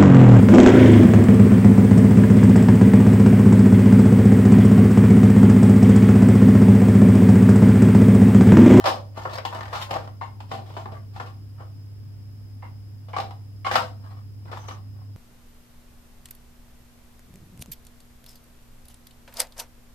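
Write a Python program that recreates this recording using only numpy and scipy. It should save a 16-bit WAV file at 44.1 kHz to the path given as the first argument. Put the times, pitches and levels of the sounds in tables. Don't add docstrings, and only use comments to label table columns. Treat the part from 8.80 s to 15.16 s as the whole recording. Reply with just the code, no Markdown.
import sys
import numpy as np
from scipy import signal
from scipy.fft import rfft, irfft, next_fast_len
from scipy.io import wavfile
from scipy.ndimage import map_coordinates

SR = 44100
rng = np.random.default_rng(int(sys.argv[2]) if len(sys.argv) > 2 else 0)


def put_to_file(sound):
    columns = np.atleast_2d(sound).T
    safe = np.clip(columns, -1, 1)
    whole_steps = np.round(safe * 32767)
    wavfile.write(sys.argv[1], SR, whole_steps.astype(np.int16))


N = 280564

# [t/s, relative ring level/dB, thud re ring/dB, clack re ring/dB,
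# resonance of the struck spot f/Hz, hardness/0-1]
KNOCKS = [(0.039, -22, -15, -11, 650, .6), (0.0546, -16, -29, -7.5, 523, 0.07),
          (0.063, -20, -27, -25, 1030, 0.5), (0.07, -18.5, -11.5, -11, 760, 0.4),
          (0.081, -21.5, -19, -9, 1050, 0.45), (0.37, -34.5, -3.5, -34, 950, 0.2),
          (0.451, -23.5, -13, -21, 1210, 0.6), (0.495, -39.5, -6, -6, 920, 0.7),
          (0.583, -28, -15, -7.5, 2120, 1), (0.65, -23, -16, -7, 915, 0.74),
          (0.746, -34.5, -7.5, -8, 1600, 0.54), (0.76, -33, -10, -17, 650, 0.8),
          (0.929, -27, -13, -9, 1080, 0.54), (0.947, -29, -19, -5.5, 1190, 0),
          (1.108, -25, -7.5, -6, 855, 0.9), (1.139, -33, -6, -2.5, 780, 0.9),
          (1.155, -28.5, -6, -15, 680, 0.44), (1.18, -33.5, -14, -24, 540, .25),
          (1.274, -38.5, -33, -13.5, 1160, 1), (1.41, -27.5, -24, -18.5, 915, 0),
          (1.602, -37.5, -15, -8.5, 990, 0.75), (1.713, -27, -8.5, -10.5, 775, 0.52),
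          (1.735, -32.5, -8.5, -10, 770, 0.54), (1.785, -36.5, -7, -17, 775, 0.4),
          (1.9, -42, -3, -13, 940, 0.6), (1.965, -29.5, -11, -13, 950, .5),
          (2.056, -31.5, -9, -18.5, 850, 1), (2.117, -39, -4, -14, 650, 0.25),
          (2.359, -35.5, -12, -12.5, 800, 0.15), (2.398, -29, -15.5, -12.5, 1440, 0.67),
          (2.469, -42, -11, -9, 1120, 0.2), (2.801, -41.5, -11, -16.5, 1100, .05),
          (3.824, -39.5, -20, -20.5, 980, 0.2), (3.85, -48, -13, -15, 1000, .3),
          (4.282, -45, -21, -9, 680, .05), (4.332, -30, -15, -19, 990, .05),
          (4.363, -22, -16, -13.5, 1180, .55), (4.384, -22.5, -12, -13, 790, 1),
          (4.4, -30.5, -7.5, -4, 910, 0.8), (4.507, -38, -22, -11, 870, 1),
          (4.846, -26.5, -31, -12, 1150, .05), (4.863, -21, -21.5, -12, 1180, 0.34),
          (4.91, -21.5, -14, -6, 1630, .25), (4.936, -25, -11.5, -4, 2130, 0.6),
          (4.954, -11.5, -22, -8, 1450, .75), (4.967, -27, -18, -7, 1080, 0.4),
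          (4.986, -34.5, -28, -7.5, 1110, .1), (5.652, -49, 0, -10, 930, .3),
          (5.713, -38, -12, -5.5, 493, 0.3), (5.726, -33, -8, -13.5, 1450, .6),
          (5.883, -34.5, -10.5, -6, 1210, 0.66), (5.908, -36, -14.5, -12, 1220, 0.8)]
# (thud re ring/dB, clack re ring/dB, resonance f/Hz,
# hardness, 1 and above = fully hard)
CREAK_TOUCH = (-15, -7, 1800, 5)
# [f/Hz, relative level/dB, t60/s]
SHELL_MODES = [(130, -15.5, 0.17), (222.6, -20, 0.16), (342, -13, 0.061), (517.5, -7, 0.081),
               (650, -4, 0.082), (785, -1.5, 0.11), (926.3, -10, 0.13), (1066, -3, 0.066), (1161, 0, 0.045),
               (1398, -4, 0.039), (1789, -3.5, 0.035), (2150, -22.5, 0.092), (2950, -11, 0.061),
               (4000, -27.5, .07), (4170, -24.5, 0.11), (4970, -28.5, 0.14), (5080, -6.5, 0.021),
               (5950, -28, 0.082), (6620, -24, 0.08), (8000, -35.5, 0.092)]
# [f/Hz, relative density/dB per Hz]
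CLATTER_COLOUR = [(120, -17), (300, -15), (450, -7.5), (700, 1), (1150, -2.5), (1600, -10.5), (2200, -14),
                  (3300, -13.5), (5000, -20), (6000, -26.5), (8200, -27.5), (10000, -35.5), (12500, -30.5),
                  (16000, -34.5)]
BAND_EDGES_HZ = [120, 400, 2000, 6000, 15900]
# [f/Hz, loss/dB]
RIGHT_SHADE = [(200, -1), (650, 1), (1300, 3), (3000, 2), (5200, 0.5), (7500, 13.5), (15000, 15.5)]
# [f/Hz, correlation/-1 to 1]
NEAR_ALIKE = [(200, 0.9), (700, 0.46), (1400, 0.14), (2500, 0), (8000, 0.14)]
# [f/Hz, correlation/-1 to 1]
FAR_ALIKE = [(60, 0.27), (180, 0.42), (550, 0.074), (1650, -0.093), (4970, -0.26), (15000, -0.061)]
# [f/Hz, t60/s]
ROOM_DECAY = [(150, 0.66), (500, 0.37), (1000, 0.29), (2000, 0.25), (5000, 0.29), (12000, 0.28)]
# [t/s, share/0-1]
EDGE_ON = [(0, 0.4), (1.4, 0), (3.8, 0.3), (6.3, 0.72)]
# [start t/s, length/s, relative ring level/dB, scrape re ring/dB]
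STROKES = [(0.0, 0.0039, -32.5, -10), (0.378, 0.2, -37.5, -10), (0.535, 0.025, -31.5, -6.5),
           (0.727, 0.06, -32, -14), (0.853, 0.082, -41.5, -9), (0.924, 0.068, -32, -12.5),
           (1.014, 0.028, -33.5, -3), (1.097, 0.061, -27.5, -17.5), (1.192, 0.059, -39, -12),
           (1.71, 0.065, -46, -4), (1.866, 0.17, -48, -6), (2.083, 0.083, -44.5, -17),
           (2.36, 0.097, -48.5, -3.5), (2.789, 0.037, -48, -19), (5.241, 0.13, -50, -13),
           (5.685, 0.06, -44.5, -16), (5.77, 0.15, -45, -10), (6.167, 0.05, -56.5, -20)]
# [t/s, pitch f/Hz, relative level/dB]
JOINT_TICKS = [(1.412, 2130, -48), (3.824, 2090, -52.5), (4.333, 2250, -42.5), (4.847, 2170, -36)]
# [t/s, level/dB]
SQUEAK_LEVEL = [(5.76, -90), (5.785, -68), (5.803, -55), (5.83, -60), (5.86, -69), (5.883, -47), (5.9, -56),
                (5.94, -57), (5.98, -78)]
# [f/Hz, relative density/dB per Hz]
SQUEAK_COLOUR = [(4800, -35), (5700, 1), (6250, 7), (6900, -19), (8200, -14), (9500, -44)]
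# [f/Hz, relative density/dB per Hz]
RUMBLE_COLOUR = [(20, -36.5), (32, -13), (45, -8), (68, 2), (90, -3.5), (130, 0), (175, -14), (260, -8.5),
                 (350, -19.5), (550, -25.5), (1200, -32), (3000, -38.5), (8000, -61.5)]
# [f/Hz, relative density/dB per Hz]
HISS_COLOUR = [(300, -17), (1500, -22), (2900, 4), (4000, 2), (6200, -0.5), (7500, -1), (9500, -3),
               (11500, 3), (16000, -1)]
# [f/Hz, relative density/dB per Hz]
WHINE_COLOUR = [(4400, -43.5), (4850, -3.5), (5060, -10), (5160, 2.5), (5280, -8), (5450, -19),
                (5800, -21.5)]

SNAP_DB, SNAP_DB_PER_CLACK_DB, DULLEST_SNAP_DB = -13.5, 1, -39
CREAK_START_S, CREAK_PERIOD_S, CREAK_RELATIVE_DB, CREAK_LOSS_DB = 0.807, 0.024, -33, 2.5
STROKE_RISE_DB_PER_S, STROKE_FALL_DB_PER_S = 600, 251
HISS_DB_PER_SCRAPE_DB = 0.98
HUM_HZ, HUM_DB, HUM_DRIFT_DB, HUM_DRIFT_KNOTS_PER_S = 100.79, -39.6, 0.25, 3
TOP_HZ = 15850


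def knocks(level_db, spot_gain, spot_q, dull_hz):
    out = np.zeros((2, N + SR))
    t = np.arange(SR * 2 // 5) / SR
    attack = round(0.016 * SR)
    for start_s, db, thud_db, clack_db, spot_hz, hardness in KNOCKS + creak(count=4):
        snap_db = SNAP_DB + SNAP_DB_PER_CLACK_DB * clack_db
        shell = tap(t, start_s)
        spot_b, spot_a = signal.iirpeak(spot_hz, spot_q, fs=SR)
        shell = shell + spot_gain * signal.lfilter(spot_b, spot_a, shell)
        reach_hz = min(dull_hz * amp(snap_db - DULLEST_SNAP_DB), TOP_HZ)
        shell = signal.lfilter(*signal.butter(2, reach_hz, fs=SR), shell)
        onset = contact(t, hardness, crack_gain=2.5, crack_s=0.0023, squash_s=0.012)
        bands = np.array(split(shell)) * onset
        gains = amp(level_db + db + np.array([thud_db, 0, clack_db, snap_db]))
        blow = sum(gain * band / np.std(band[:, :attack]) for gain, band in zip(gains, bands))
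        out[:, round(start_s * SR):][:, :len(t)] += blow
    return out[:, :N]


def creak(count):
    return [(CREAK_START_S + k * CREAK_PERIOD_S, CREAK_RELATIVE_DB - k * CREAK_LOSS_DB, *CREAK_TOUCH)
            for k in range(count)]


def tap(t, time_s):
    ring = housing(t, clatter_db=2.5, clatter_t60=0.063, scatter_db=3.5, attack_s=0.0013, lead_s=0.00025)
    edge_on = np.interp(time_s, *np.transpose(EDGE_ON))
    return ring - edge_on * lowpass(ring, corner_hz=900)


def housing(t, clatter_db, clatter_t60, scatter_db, attack_s, lead_s):
    hz, db, t60 = np.transpose(SHELL_MODES)[:, :, None]
    early = t[:SR // 8]

    def decay(life_s):
        return np.exp(-np.log(1000) * early / life_s)

    strength = amp(db + scatter_db * rng.standard_normal(hz.shape)) * rng.choice([-1, 1], hz.shape)
    modes = np.sum(strength * decay(t60) * np.sin(2 * np.pi * hz * early), axis=0)
    clatter = noise(CLATTER_COLOUR, NEAR_ALIKE, len(early)) * decay(clatter_t60)
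    spread = 1 - np.exp(-early / attack_s)
    ring = (unit(modes) + amp(clatter_db) * unit(clatter)) * spread
    heard = signal.fftconvolve(ring, room(t, wet_db=-1.5, build_s=0.0014), axes=1)[:, :len(t)]

    def ports(f):
        right = amp(-along(RIGHT_SHADE, f)) * np.exp(-2j * np.pi * f * lead_s)
        return np.array([np.ones_like(f), right])

    return filtered(heard, ports)


def contact(t, hardness, crack_gain, crack_s, squash_s):
    hardness = np.clip(hardness, 0, 1)
    band_delay = np.linspace(0, 1, 4)[:, None, None]
    rise_s = 1 / SR + squash_s * (1 - hardness) * band_delay
    crack = 1 + crack_gain * hardness ** 2 * np.exp(-t / crack_s)
    return (1 - np.exp(-t / rise_s)) * crack


def split(x):
    edges = zip(BAND_EDGES_HZ, BAND_EDGES_HZ[1:])
    return [signal.sosfilt(signal.butter(3, edge, btype="band", fs=SR, output="sos"), x) for edge in edges]


def rubbing(ring_db, scrape_db, hiss_db, slip_rate, spread_db, clump_db, lean):
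    t = np.arange(SR // 3) / SR
    stretch = SR // 14
    sizes = amp(spread_db * np.minimum(rng.exponential(size=N), 3)) * rng.choice([-1, 1], N)
    pressure = amp(clump_db * wobble(70))
    slips = unit(sizes * pressure * (rng.random(N) < slip_rate / SR))
    onset = contact(t, hardness=0.69, crack_gain=3.9, crack_s=0.0032, squash_s=0.01)
    grains = np.zeros((4, 2, N + SR))
    for start in range(0, N, stretch):
        shell = tap(t, start / SR)
        lean_shell = shell - lean * lowpass(shell, corner_hz=1186)
        jerk = np.array(split(lean_shell)) * onset
        jerk = jerk / np.sqrt(np.sum(jerk ** 2, axis=(1, 2), keepdims=True) / 2)
        run = signal.fftconvolve(slips[None, None, start:start + stretch], jerk, axes=2)
        grains[..., start:start + run.shape[-1]] += run
    layers = zip(grains[1:, :, :N], strokes(), (ring_db, scrape_db, hiss_db))
    return sum(band * gain * amp(db) for band, gain, db in layers)


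def strokes():
    t = np.arange(N) / SR
    power = np.zeros((3, N))
    for start_s, length_s, db, scrape_db in STROKES:
        rise_db = STROKE_RISE_DB_PER_S * np.maximum(start_s - t, 0)
        fall_db = STROKE_FALL_DB_PER_S * np.maximum(t - start_s - length_s, 0)
        colour = amp([[0], [scrape_db], [HISS_DB_PER_SCRAPE_DB * scrape_db]])
        power += (colour * amp(db - np.minimum(rise_db + fall_db, 100))) ** 2
    return np.sqrt(power)


def joint(t60, overtone, overtone_db):
    out = np.zeros((2, N + SR))
    t = np.arange(SR // 3) / SR
    for start_s, hz, db in JOINT_TICKS:
        phase = 2 * np.pi * hz * t
        tone = np.sin(phase) + amp(overtone_db) * np.sin(overtone * phase)
        tick = tone * np.exp(-np.log(1000) * t / t60)
        heard = signal.fftconvolve(tick[None], room(t, wet_db=10.5, build_s=0.0077), axes=1)[:, :len(t)]
        out[:, round(start_s * SR):][:, :len(t)] += 2 * amp(db) * heard
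    return out[:, :N]


def squeak(grain_db):
    level_db = np.interp(np.arange(N) / SR, *np.transpose(SQUEAK_LEVEL), left=-200, right=-200)
    return amp(level_db + grain_db * wobble(120)) * noise(SQUEAK_COLOUR, FAR_ALIKE, N)


def room(t, wet_db, build_s):
    white = noise([(1000, 0)], NEAR_ALIKE, len(t))
    hz, lag_s, spectrum = signal.stft(white, SR, nperseg=256)
    decay = amp(-60 * lag_s / along(ROOM_DECAY, hz)[:, None])
    tail = signal.istft(spectrum * decay, SR)[1][:, :len(t)]
    tail = tail * (1 - np.exp(-t / build_s))
    direct = t == 0
    return amp(wet_db) * tail / np.linalg.norm(tail[0]) + direct


def hum(octave_db):
    phase = 2 * np.pi * HUM_HZ * np.arange(N) / SR
    fundamental = amp(HUM_DB + HUM_DRIFT_DB * wobble(HUM_DRIFT_KNOTS_PER_S)) * np.sin(phase)
    octave = amp(octave_db) * np.sin(2 * phase)
    return np.sqrt(2) * (fundamental + octave) * amp([[-0.3], [0.3]])


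def background(rumble_db, hiss_db, whine_db):
    rumble = amp(rumble_db + 0.27 * wobble(2.2)) * noise(RUMBLE_COLOUR, FAR_ALIKE, N) * amp([[0.7], [-0.7]])
    whine = amp(whine_db + 0.4 * wobble(6)) * noise(WHINE_COLOUR, FAR_ALIKE, N)
    hiss = amp(hiss_db) * noise(HISS_COLOUR, FAR_ALIKE, N)
    return rumble + whine + hiss


def noise(spectrum, alike, size):
    def gains(hz):
        angle = np.arccos(np.clip(along(alike, hz), -1, 1)) / 2
        return amp(along(spectrum, hz)) * np.array([np.cos(angle), np.sin(angle)])

    mid, side = filtered(rng.standard_normal((2, size)), gains)
    return unit(np.array([mid + side, mid - side]))


def filtered(x, response):
    n = x.shape[-1]
    padded = next_fast_len(n + 2048, True)
    spectrum = rfft(x, padded) * response(np.fft.rfftfreq(padded, 1 / SR))
    return irfft(spectrum, padded)[..., :n]


def lowpass(x, corner_hz):
    return signal.lfilter(*signal.butter(1, corner_hz, fs=SR), x)


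def wobble(knots_per_s):
    knots = rng.standard_normal(int(N * knots_per_s / SR) + 4)
    return map_coordinates(knots, [np.arange(N) * knots_per_s / SR])


def along(points, hz):
    f, value = np.transpose(points)
    return np.interp(np.log(hz + 1), np.log(f + 1), value)


def amp(db):
    return 10 ** (np.asarray(db) / 20)


def unit(x):
    return x / np.sqrt(np.mean(x ** 2) + 1e-20)


def scene():
    blows = knocks(level_db=-2.86, spot_gain=1.73, spot_q=5.4, dull_hz=2500)
    ticks = joint(t60=0.021, overtone=1.3, overtone_db=-9)
    sliding = rubbing(ring_db=-3.0, scrape_db=-1.5, hiss_db=-11, slip_rate=300,
                      spread_db=4, clump_db=2, lean=0.4)
    handling = blows + ticks + sliding + squeak(grain_db=3.0)
    steady = hum(octave_db=-66) + background(rumble_db=-47.5, hiss_db=-67.5, whine_db=-65.5)
    return handling + steady


def record(dry):
    ceiling = 0.8
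    rounded = dry / (1 + np.abs(dry / ceiling) ** 4) ** (1 / 4)
    return filtered(rounded, lambda hz: hz < TOP_HZ)


dry = scene()
out = record(dry)
put_to_file(out)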